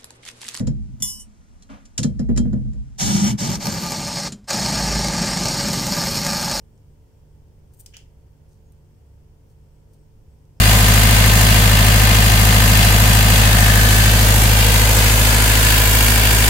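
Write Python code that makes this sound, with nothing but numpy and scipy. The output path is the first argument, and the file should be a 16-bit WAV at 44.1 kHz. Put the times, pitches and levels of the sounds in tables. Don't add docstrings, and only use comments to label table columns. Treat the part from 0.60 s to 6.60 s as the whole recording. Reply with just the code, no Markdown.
import sys
import numpy as np
from scipy import signal
from scipy.fft import rfft, irfft, next_fast_len
from scipy.io import wavfile
from scipy.ndimage import map_coordinates

SR = 44100
rng = np.random.default_rng(int(sys.argv[2]) if len(sys.argv) > 2 else 0)


def output_pcm(signal):
    pcm = np.clip(np.atleast_2d(signal).T, -1, 1) * 32767
    wavfile.write(sys.argv[1], SR, np.round(pcm).astype(np.int16))


N = 264600
TOP_HZ = 15350

# (frequency [Hz], level [dB per Hz])
SHAKE_SPECTRUM = [(30, -36), (55, -5.5), (85, -10.5), (125, -4), (165, -2), (210, 0), (260, -12.5),
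                  (330, -17), (430, -24.5), (700, -74)]
# (time [s], steel tap [dB], chassis thud [dB], thud bass [dB])
LINKAGE_KNOCKS = [(0.001, -31.5, -14.5, 5.5), (0.0706, -27.5, -17.5, 9), (0.401, -39, -38.5, 6),
                  (1.023, -39.5, -58.5, -6), (1.1, -49, -38.5, -5), (1.254, -39.5, -69, -7.5),
                  (1.3791, -10.5, -39, 1.5), (1.387, -18, -19.5, 6), (1.431, -14.5, -31, 6),
                  (1.442, -28, -13.5, 6.5), (1.593, -35, -15, 4), (1.6886, -45.5, -10.5, -12),
                  (1.7618, -31.5, -18, -9), (1.775, -17, -16, -8), (1.792, -45, -18.5, 3),
                  (1.851, -58, -16.5, 1.5), (1.929, -44, -15, -1), (2.051, -72, -30.5, -5),
                  (2.133, -49.5, -33.5, 1), (3.7211, -20.5, -33, -5), (3.7862, -53, -49.5, -6),
                  (3.8417, -48.5, -57.5, -4)]


def ratchet():
    # (time [s], speed [turns per s])
    crank_speed = [(3.68, 11.97), (3.88, 27.25), (4.1, 27.3), (4.3, 25.7), (4.45, 21.7), (4.7, 22.1),
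                   (5.0, 21.7), (5.3, 20.8), (5.6, 19.4), (6.0, 22.3)]
    # (time [s], load [0-1])
    socket_load = [(2.72, 0.84), (2.85, 0.52), (3.2, 0.16), (3.55, 0.06), (4.3, 0.12), (5.0, 0.13),
                   (6.0, 0.03)]
    # (frequency [Hz], level [dB per Hz])
    gear_hiss = [(5590, -29.5), (9500, -0.5), (10700, -9.5), (12900, 1), (14700, -4), (15200, -9.5)]
    turns, load = np.cumsum(curve(crank_speed)) / SR, curve(socket_load)
    clack, rattle, sizzle, shake = trigger(load)
    teeth = impacts(turns, count=12, jitter=.025, pattern_db=3.5, scatter_db=4.5, uneven=.04)
    chatter = impacts(turns, count=48, jitter=.3, pattern_db=1.5, scatter_db=3.5, uneven=.5)
    pawl = impacts(turns, count=1, jitter=.004, pattern_db=0, scatter_db=3.5)
    blows = teeth + amp(1.5) * chatter + amp(-17) * pawl + amp(-6) * rng.standard_normal(N)
    steel = housing(blows, chatter, load)
    out = amp(-.78) * clack * band(steel, 350, 3300) * stroke(turns, depth_db=1.5, at=.96)
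    out += amp(-6.5) * clack * (1 - load) * yoke(turns, pawl)
    out += rattle * band(steel, 3300, 10570) * stroke(turns, depth_db=.64, at=.1)
    top_ring = np.sqrt(load) * band(steel, 10240, TOP_HZ)
    hiss = amp(-2) * np.sqrt(1 - load) * band(coloured(blows, gear_hiss), 9500, TOP_HZ)
    out += sizzle * (top_ring + hiss) * stroke(turns, depth_db=.5, at=.7)
    return out + shake * chassis_shudder(turns, load) + amp(-39) * mount_boom(turns, clack)


def trigger(load):
    # (start [s], stop [s], level [dB], drift of the rattle [dB per s])
    pulls = [(2.39, 2.712, 1.5, -19), (2.785, 2.958, -.5, -17), (3.003, 3.676, 0, 6.5),
             (3.884, 6.012, 3, 0)]
    # (time [s], level [dB])
    treble = [(2.45, 3.5), (2.6, -1.5), (3.25, 1), (3.5, -3.5), (4.0, -4), (4.7, -5.5), (5.45, 3), (6.0, 0)]
    t = np.arange(N) / SR
    steel = rattle = chassis = 0
    for start, stop, db, drift in pulls:
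        running = amp(db) * gate(start - .013, stop, rise_s=.019, fall_s=.014)
        from_middle_s = np.clip(t, start, stop) - (start + stop) / 2
        steel += running
        rattle += running * amp(drift * from_middle_s)
        chassis += amp(db) * gate(start, stop, rise_s=.038, fall_s=.046)
    sizzle = steel * amp(-43.5 + curve(treble))
    shake = chassis * amp(-21 + 3 * np.log2(load + 1e-3))
    return amp(-33.5) * steel, amp(-29.5) * rattle, sizzle, shake


def impacts(turns, count, jitter, pattern_db, scatter_db, uneven=0):
    teeth = np.arange(int(turns[-1] * count))
    offset, size = rng.standard_normal((2, count))[:, teeth % count]
    position = teeth + uneven * offset + jitter * rng.standard_normal(len(teeth))
    strength = amp(pattern_db * size + scatter_db * rng.standard_normal(len(teeth)))
    samples = np.minimum(np.searchsorted(turns * count, position), N - 1)
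    return unit(np.bincount(samples, strength, N))


def housing(blows, chatter, load):
    # (frequency [Hz], width [Hz], level [dB])
    free_peaks = [(568.4, 30, 2.5), (876, 58, -0.5), (1206, 46, -2.5), (1632, 160, -6.5), (2140, 36, -6),
                  (2373, 48, -8.5), (3430, 20, -22), (3280, 41, -21), (4424, 45, 2.5), (4860, 28, 0.5),
                  (5180, 40, -0.5), (5490, 50, 1.5), (6200, 49, -6.5), (6270, 30, -6.5), (6782, 130, -2.5),
                  (7570, 70, -10.5), (7950, 230, -10), (8180, 39, -3.5), (8810, 99, -9), (9510, 83, -13.5),
                  (10730, 140, -33.5), (11500, 85, -27.5), (11940, 35, -18), (13400, 67, -15.5),
                  (13250, 55, -13.5), (13700, 100, -40.5), (14590, 73, -17.5)]
    # (frequency [Hz], width [Hz], level [dB])
    tight_peaks = [(795, 69, -0.5), (2270, 57, -3.5), (3256, 78, -3), (3520, 230, -5), (4780, 89, -18),
                   (5350, 28, -16), (5600, 74, -4.5), (5680, 16, -5), (5864, 48, 4.5), (6380, 62, 2.5),
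                   (6410, 36, -9), (6860, 63, 2.5), (7530, 30, -3), (7400, 46, 5), (8430, 110, -2.5),
                   (8200, 28, -18.5), (9470, 62, -6.5), (10076, 68, -9), (11270, 51, -17), (12600, 54, -23),
                   (13400, 130, -42), (14400, 77, -32)]
    # (frequency [Hz], level [dB per Hz])
    gear_hash = [(210, -36), (350, 1.5), (480, -27.5), (562, -9.5), (690, -7.5), (874, -0.5), (1040, -53),
                 (1200, -8), (1340, -11), (1750, -6.5), (2900, -7), (3450, -11), (4200, -2), (5370, -2),
                 (15200, -41)]
    ringing = wander(resonate(blows, free_peaks), depth=.003945, rate_hz=25)
    free = ringing + amp(-5) * (unit(coloured(blows, gear_hash)) + noise(gear_hash))
    grind = chatter + rng.standard_normal(N)
    tight = resonate(grind, tight_peaks) + amp(-5.5) * noise(gear_hash)
    tight += amp(-8.5) * resonate(grind, [(934, 46, 0), (3040, 280, 0)])
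    return np.sqrt(1 - load) * free + np.sqrt(load) * tight


def yoke(turns, pawl):
    drive = amp(-25) * pawl + rng.standard_normal(N) * stroke(turns, depth_db=6.5, at=.96)
    return resonate(drive, [(550, 33, -2), (880, 68, -1), (1198, 26, -.61)])


def chassis_shudder(turns, load):
    shudder = noise(SHAKE_SPECTRUM)
    shudder += 1.51 * load * resonate(rng.standard_normal(N), [(202.8, 10.2, -4), (120, 20.3, -11)])
    shudder += 1.04 * (1 - load) * resonate(rng.standard_normal(N), [(169.4, 55, 0)])
    return shudder / np.sqrt(1.28 + load) * stroke(turns, depth_db=1.5, at=.75)


def mount_boom(turns, drive, build_s=.35):
    swell = signal.lfilter([1], [1, -np.exp(-1 / (build_s * SR))], drive ** 2) ** 2
    return resonate(np.sin(4 * np.pi * turns) * swell, [(53.1, 1.4, 0)])


def thuds(attack_s=.0062, lag_s=.003, tremor_s=.3, bass_hz=170):
    # (frequency [Hz], level [dB], t60 [s])
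    chassis_modes = [(54.3, -31.5, 0.98), (81, -20, 0.14), (120, -3, 0.16), (148.5, -4.5, 0.208),
                     (196, -19, 0.14), (207.2, -2.5, 0.31), (233.5, 2, 0.15), (260, -20, 0.084),
                     (304.5, -21, 0.28)]
    # (frequency [Hz], level [dB per Hz])
    knock_spectrum = [(200, -0.5), (300, 5.5), (380, -1.5), (470, 5), (570, -1), (750, -14.5), (1200, -27),
                      (2000, -28), (5000, -48.5)]
    out, energy, t = np.zeros(N), np.zeros(N), np.arange(SR) / SR
    for s, _, db, bass_db in LINKAGE_KNOCKS:
        modes = [(hz, level + bass_db * (hz < bass_hz), t60) for hz, level, t60 in chassis_modes]
        shudder = amp(-11) * noise(SHAKE_SPECTRUM, size=SR) * np.exp(-t / .042)
        knock = amp(-18) * noise(knock_spectrum, size=SR) * np.exp(-t / .033) * onset(t, .0011)
        body = onset(t, attack_s) * (ring(modes, t, scatter_db=2.5) + shudder)
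        add(out, s + lag_s, amp(db) * (body + knock))
        trembling = amp(db) * onset(t, .031) * np.exp(-(t / tremor_s) ** 2)
        add(energy, s, trembling ** 2)
    tremor = resonate(rng.standard_normal(N), [(53.2, 5, 3), (129, 17, -6.5), (211.7, 11.6, -6.5)])
    return out + amp(-15) * np.sqrt(energy) * band(tremor, 37, 360)


def taps():
    # (frequency [Hz], level [dB], t60 [s])
    socket_modes = [(3185, -16.5, 0.18), (4100, -4.5, 0.11), (5110, -2.5, 0.12), (5650, -18.5, .14),
                    (6220, -16, 0.13), (6610, -19, 0.054), (7110, 7, .08), (8700, -36.5, .12),
                    (9609, -43, .15)]
    # (frequency [Hz], level [dB per Hz])
    crack_spectrum = [(600, -26), (1700, -3), (4500, 6.5), (7500, 7), (9500, -1), (15000, -25.5)]
    out, t = np.zeros(N), np.arange(SR // 3) / SR
    fade = onset(t, .0013) * (np.exp(-t / .0068) + amp(-14) * np.exp(-t / .024))
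    for s, db, thud_db, _ in LINKAGE_KNOCKS:
        crack = noise(crack_spectrum, size=len(t))
        clack_db = -8.5 + (thud_db - db) / 2
        clack = amp(clack_db) * band(rng.standard_normal(len(t)), 450, 2000)
        ringing = ring(socket_modes, t, scatter_db=4.5)
        add(out, s, amp(db) * (amp(-11.5) * (crack + clack) * fade + amp(-20.5) * ringing))
    return out


def clink(grip_at_s=.62, damping_s=.022):
    # (time [s], ring [dB], jingle [dB], contact time [s])
    bounces = [(0.4005, -47.5, -55.5, 0.0025), (0.4238, -23.5, -17.5, 0.00017), (0.441, -42.5, -25.5, .004),
               (.474, -30, -25, 0.003), (0.495, -48, -27, .005), (0.592, -49, -39, .008)]
    # (frequency [Hz], level [dB], t60 [s])
    steel_modes = [(1044, -29, 1.0), (2020, -27.5, .3), (2972, -17.5, 1), (3440, -6, 0.14),
                   (5140, -19, 0.45), (5670, -17.5, 0.98), (5846, -13.5, 0.25), (5950, -3.5, 0.206),
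                   (7180, 4.5, 0.2), (8100, -14.5, 0.34), (8170, -10.5, 0.86), (8540, -17, 0.428),
                   (9700, -19, 0.19), (9830, -8, .25), (10730, -13.5, 0.094), (10900, -11, .18),
                   (11640, -22.5, .4), (12350, -25.5, 0.5), (12800, -28, 0.214), (13900, -20, .55),
                   (15040, -23, .25)]
    # (frequency [Hz], level [dB per Hz])
    crack_spectrum = [(1000, -26.5), (4500, -14), (5600, -2), (7200, 2), (9500, -1), (15000, -15)]
    out, t = np.zeros(N), np.arange(SR // 2) / SR
    weak_modes = [(hz, -17 - hz / 1000, .3) for hz in rng.uniform(5200, 14400, 45)]
    for s, ring_db, jingle_db, contact_s in bounces:
        crack = noise(crack_spectrum, size=len(t)) * np.exp(-t / .0036)
        jingle = amp(jingle_db) * (crack + ring(weak_modes, t, scatter_db=1))
        ringing = amp(ring_db) * ring(steel_modes, t, scatter_db=6)
        add(out, s, onset(t, contact_s) * (ringing + jingle))
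    return out * np.exp(-np.maximum(np.arange(N) / SR - grip_at_s, 0) / damping_s)


def hand_brush():
    # (frequency [Hz], level [dB per Hz])
    rub_spectrum = [(120, -27), (200, -13.5), (272, 0), (358, -28), (531, -10.5), (951, -20), (1190, -16),
                    (1560, -22), (2950, -25), (12000, -48.5), (15600, -80.5), (22000, -120)]
    return amp(-46.5) * gate(1.085, 1.136, rise_s=.011, fall_s=.06) * noise(rub_spectrum)


def outdoor_air():
    # (frequency [Hz], level [dB per Hz])
    air_spectrum = [(15, -44), (25, 3), (53, -1), (71, -2), (142, -14.5), (213, -4), (326, -22.5),
                    (879, -29.5), (1810, -35), (6720, -38.5), (7280, -37), (13500, -54.5), (15000, -56.5)]
    return amp(-51.5) * noise(air_spectrum)


def amp(db):
    return 10 ** (np.asarray(db) / 20)


def unit(x):
    return x / np.sqrt(np.mean(x ** 2) + 1e-20)


def along(points, hz):
    f, v = np.transpose(points)
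    return np.interp(np.log(hz + 1), np.log(f + 1), v)


def curve(points):
    return np.interp(np.arange(N) / SR, *np.transpose(points))


def filtered(x, response):
    n = x.shape[-1]
    m = next_fast_len(n + SR // 4)
    return irfft(rfft(x, m) * response(np.fft.rfftfreq(m, 1 / SR)), m)[..., :n]


def coloured(x, spectrum):
    return filtered(x, lambda f: amp(along(spectrum, f)))


def noise(spectrum, size=N):
    return unit(coloured(rng.standard_normal(size), spectrum))


def resonate(x, peaks):
    def response(f):
        return sum((-1) ** k * amp(db) * 1j * f * width / (hz * hz - f * f + 1j * f * width)
                   for k, (hz, width, db) in enumerate(peaks))
    return unit(filtered(x, response))


def band(x, lo_hz, hi_hz):
    return unit(filtered(x, lambda f: (f >= lo_hz) & (f < hi_hz)))


def ring(modes, t, scatter_db):
    out = 0
    for hz, db, t60 in modes:
        strength = amp(db + scatter_db * rng.standard_normal())
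        out += strength * amp(-60 * t / t60) * np.sin(2 * np.pi * hz * t)
    return out


def wander(x, depth, rate_hz):
    drift = np.interp(np.arange(N) * rate_hz / SR, np.arange(N // 100), rng.standard_normal(N // 100))
    return map_coordinates(x, [np.cumsum(1 + depth * drift)])


def stroke(turns, depth_db, at):
    return unit(amp(depth_db * np.cos(2 * np.pi * (turns - at))))


def onset(t, rise_s):
    return 1 - np.exp(-t / rise_s)


def gate(start, stop, rise_s, fall_s):
    t = np.arange(N) / SR
    attack = 1 - np.exp(-(np.maximum(t - start, 0) / rise_s) ** 2)
    return attack * np.exp(-np.maximum(t - stop, 0) / fall_s)


def add(track, s, sound):
    i = round(s * SR)
    track[i:i + len(sound)] += sound[:N - i]


def scene(path_lag_s=.00137):
    # (frequency [Hz], side gain [dB])
    width = [(30, -6), (55, 7.5), (100, -5), (200, 3), (300, -4.5), (600, -3), (900, 5), (2500, -0.5),
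             (4200, -9), (5500, 5), (13000, -1)]
    # (frequency [Hz], left minus right [dB])
    balance = [(30, -2), (125, 0), (250, 1), (500, 0), (11000, 0), (12500, -6)]
    mid = ratchet() + thuds() + taps() + clink() + outdoor_air() + hand_brush()
    paths = lambda f: 1j * np.sqrt(2) * np.cos(2 * np.pi * f * path_lag_s)
    side = filtered(mid, lambda f: amp(along(width, f)) * paths(f))
    top = filtered(side, lambda f: f > 11700)
    narrowing = amp(-.5) * curve([(2.54, 1), (3.49, 0)])
    side = top + (side - top) * narrowing
    ports = np.array([mid + side, mid - side])
    return filtered(ports, lambda f: amp(np.outer([.5, -.5], along(balance, f))))


def record(dry):
    return filtered(dry, lambda f: f < TOP_HZ)


dry = scene()
out = record(dry)
output_pcm(out)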